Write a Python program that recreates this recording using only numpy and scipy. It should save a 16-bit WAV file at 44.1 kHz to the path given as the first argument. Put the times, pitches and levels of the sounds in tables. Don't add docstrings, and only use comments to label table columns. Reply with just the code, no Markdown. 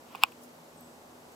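import sys
import numpy as np
from scipy import signal
from scipy.fft import rfft, irfft, next_fast_len
from scipy.io import wavfile
from scipy.ndimage import map_coordinates

SR = 44100
rng = np.random.default_rng(int(sys.argv[2]) if len(sys.argv) > 2 else 0)


def generate_wav(signal):
    frames = np.transpose(np.atleast_2d(signal))
    scaled = np.clip(frames, -1, 1) * 32767
    pcm = np.round(scaled).astype(np.int16)
    wavfile.write(sys.argv[1], SR, pcm)


N = 59535

# f/Hz, relative spectral level/dB
AIR_SPECTRUM = [(15, -83.5), (25, -16), (53, -47.5), (69, -20), (107, -13.5), (160, -10.5), (198, -10.5),
                (246, -4.5), (297, -7.5), (322, -8.5), (552, -5), (598, -6), (848, -7), (1750, -18),
                (3530, -23), (8130, -25), (9050, -30), (12200, -27), (15500, -34.5)]
# f/Hz, correlation/1
AIR_CORRELATION = [(60, 1), (150, 0.87), (380, 0.83), (950, 0.18), (2380, -0.42), (5980, 0.43),
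                   (15000, 0.72)]
# f/Hz, level/dB
ENGINE_PARTIALS = [(81, -77.5), (162, -71), (244, -65), (326, -71.5)]
# onset t/s, f/Hz, level/dB, rise/s, 60 dB decay time/s, frequency waver/Hz
BIRD_NOTES = [(0.752, 8280, -65.5, 0.027, 0.48, 70), (0.76, 7900, -67.5, .065, 0.67, 150)]
# t/s, half length/s, centre f/Hz, spread/octave, level/dB
FINGER_RUBS = [(0.126, 0.0015, 14100, 0.26, -59), (0.437, 0.014, 10200, 1, -56),
               (0.81, 0.001, 13180, 0.13, -47), (0.816, .008, 13500, 0.27, -67),
               (1.324, 0.0048, 11430, 0.76, -63)]
# t/s, half length/s, level/dB
NOISE_SWELLS = [(0.159, 0.051, -54.5), (0.233, 0.0094, -39), (0.277, 0.015, -56)]
# f/Hz, relative spectral level/dB
SWELL_SPECTRUM = [(600, -19.5), (1050, 8.5), (1700, -10.5), (2600, 1.5), (3600, -7.5), (5200, -12),
                  (6200, -24.5), (15000, -21.5)]
# f/Hz, bandwidth/Hz, relative left level/dB, relative right level/dB
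BODY_MODES = [(818, 236, 7, 23.5), (1059, 76, 12.5, 26.5), (1082, 334, 11, 25.5), (1460, 130, 10.5, 15),
              (2525, 265, 29, 15.5), (2795, 260, 16.5, 22.5), (3276, 800, 17, 9), (4550, 620, 2.5, 8),
              (5115, 310, 12, 5.5), (7800, 800, 7, 0), (9800, 1400, -7, -6), (11200, 1300, -4, 0),
              (14000, 1400, 2, -1), (15300, 1100, -1, -4), ]
# t/s, gain/dB, spectral tilt/(dB per octave)
SNAPS = [(0.1496, -26.5, -7.5), (0.1553, -30.5, 3), (0.2360, 1, 1), (0.32, -42.5, 4), (0.3230, -40.5, 2)]

HISS_TOP_HZ = 15750


def amp(db):
    return 10 ** (np.asarray(db) / 20)


def unit_rms(x):
    return x / np.sqrt(np.mean(x ** 2) + 1e-20)


def log_interp(points, hz):
    f, values = np.transpose(points)
    return np.interp(np.log(hz + 1), np.log(f + 1), values)


def wobble(rate):
    knots = rng.standard_normal(int(N * rate / SR) + 4)
    return map_coordinates(knots, [np.arange(N) * rate / SR])


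def bell(x, centre, spread):
    return np.exp(-.5 * ((x - centre) / spread) ** 2)


def lowpass(hz, edge):
    return 1 / (1 + np.minimum(hz / edge, 2) ** 160)


def filtered(x, response):
    size = next_fast_len(N + SR // 2)
    return irfft(rfft(x, size) * response(np.fft.rfftfreq(size, 1 / SR)), size)[..., :N]


def minimum_phase(gain):
    cepstrum = irfft(np.log(np.maximum(gain, 1e-6)))
    half = cepstrum.shape[-1] // 2
    fold = np.r_[1, np.full(half - 1, 2), 1, np.zeros(half - 1)]
    return irfft(np.exp(rfft(cepstrum * fold)))


def distant_air(level_db=-53, drift_db=.25):
    def mid_side_gain(hz):
        angle = np.arccos(np.clip(log_interp(AIR_CORRELATION, hz), -1, 1)) / 2
        gain = amp(log_interp(AIR_SPECTRUM, hz)) * lowpass(hz, HISS_TOP_HZ)
        return gain * [np.cos(angle), np.sin(angle)]
    mid, side = filtered(rng.standard_normal((2, N)), mid_side_gain)
    return amp(level_db + drift_db * wobble(6.12)) * unit_rms(np.array([mid + side, mid - side]))


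def engine_hum(waver_hz=2, swell_db=3):
    out = np.zeros(N)
    for hz, db in ENGINE_PARTIALS:
        envelope = amp(db + swell_db * wobble(7))
        phase = 2 * np.pi * np.cumsum(hz + waver_hz * wobble(14.6)) / SR
        out += envelope * np.sqrt(2) * np.sin(phase)
    return out


def far_bird(flutter_db=3):
    t, out = np.arange(N) / SR, np.zeros(N)
    for onset, hz, db, rise, t60, waver_hz in BIRD_NOTES:
        attack = np.clip((t - onset) / rise, 0, 1)
        decay_db = 60 * np.maximum(t - onset - rise, 0) / t60
        envelope = attack * amp(db + flutter_db * wobble(130) - decay_db)
        phase = 2 * np.pi * np.cumsum(hz + waver_hz * wobble(500)) / SR
        out += envelope * np.sqrt(2) * np.sin(phase)
    return out


def finger_rubs():
    t, out = np.arange(N) / SR, np.zeros((2, N))
    for when, half_length, centre_hz, octaves, db in FINGER_RUBS:
        band = lambda hz: lowpass(hz, HISS_TOP_HZ) * bell(np.log2((hz + 1) / centre_hz), 0, octaves)
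        fizz = unit_rms(filtered(rng.standard_normal((2, N)), band))
        out += amp(db) * fizz * bell(t, when, half_length)
    return out


def noise_swells():
    t = np.arange(N) / SR
    white = rng.standard_normal((2, N))
    blended = white + white[::-1] / 2
    noise = unit_rms(filtered(blended, lambda hz: amp(log_interp(SWELL_SPECTRUM, hz))))
    return noise * sum(amp(db) * bell(t, when, half_length) for when, half_length, db in NOISE_SWELLS)


def scatter(x, gain_db=-15, t60=0.054, cutoff_hz=3500):
    t = np.arange(SR // 4) / SR
    tail = rng.standard_normal((2, len(t))) * amp(-60 * t / t60)
    reflected = signal.fftconvolve(x, tail / np.linalg.norm(tail[0]), axes=1)[:, :N]
    return amp(gain_db) * filtered(reflected, lambda hz: 1 / (1 + (hz / cutoff_hz) ** 2))


def body_response(tilt_db, low_cut_hz=640, floor_db=-19, pivot_hz=2000):
    hz = np.fft.rfftfreq(4096, 1 / SR) + 1
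    power = np.zeros((2, len(hz)))
    for mode_hz, width_hz, left_db, right_db in BODY_MODES:
        detuning = (hz ** 2 - mode_hz ** 2) / (hz * width_hz)
        power += amp([[left_db], [right_db]]) ** 2 / (1 + detuning ** 2) ** 2
    power /= 1 + (low_cut_hz / hz) ** 10
    floor = amp(floor_db) * hz / (hz + 250)
    tilt = amp(tilt_db * np.log2(np.maximum(hz, 500) / pivot_hz))
    return minimum_phase(np.sqrt(power + floor ** 2) * tilt)


def camera_clicks(crack_db=-24.5, crack_decay_s=0.0012, crack_above_hz=6640):
    t, ringing = np.arange(N) / SR, np.zeros((2, N + SR))
    crack_envelope = np.zeros(N)
    for onset, db, tilt_db in SNAPS:
        knock = body_response(tilt_db)
        start = round(onset * SR)
        ringing[:, start:start + knock.shape[1]] += amp(db) * knock
        crack_envelope += amp(db) * (t >= onset) * np.exp(-np.abs(t - onset) / crack_decay_s)
    bursts = crack_envelope * rng.standard_normal((2, N))
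    crack = filtered(bursts, lambda hz: 1 - lowpass(hz, crack_above_hz))
    return ringing[:, :N] + amp(crack_db) * crack


def scene():
    background = distant_air() + engine_hum() + far_bird()
    brief_noises = finger_rubs() + noise_swells()
    clicks = camera_clicks()
    return background + brief_noises + scatter(clicks) + clicks


def record(dry):
    return filtered(dry, lambda hz: lowpass(hz, 16700))


dry = scene()
out = record(dry)
generate_wav(out)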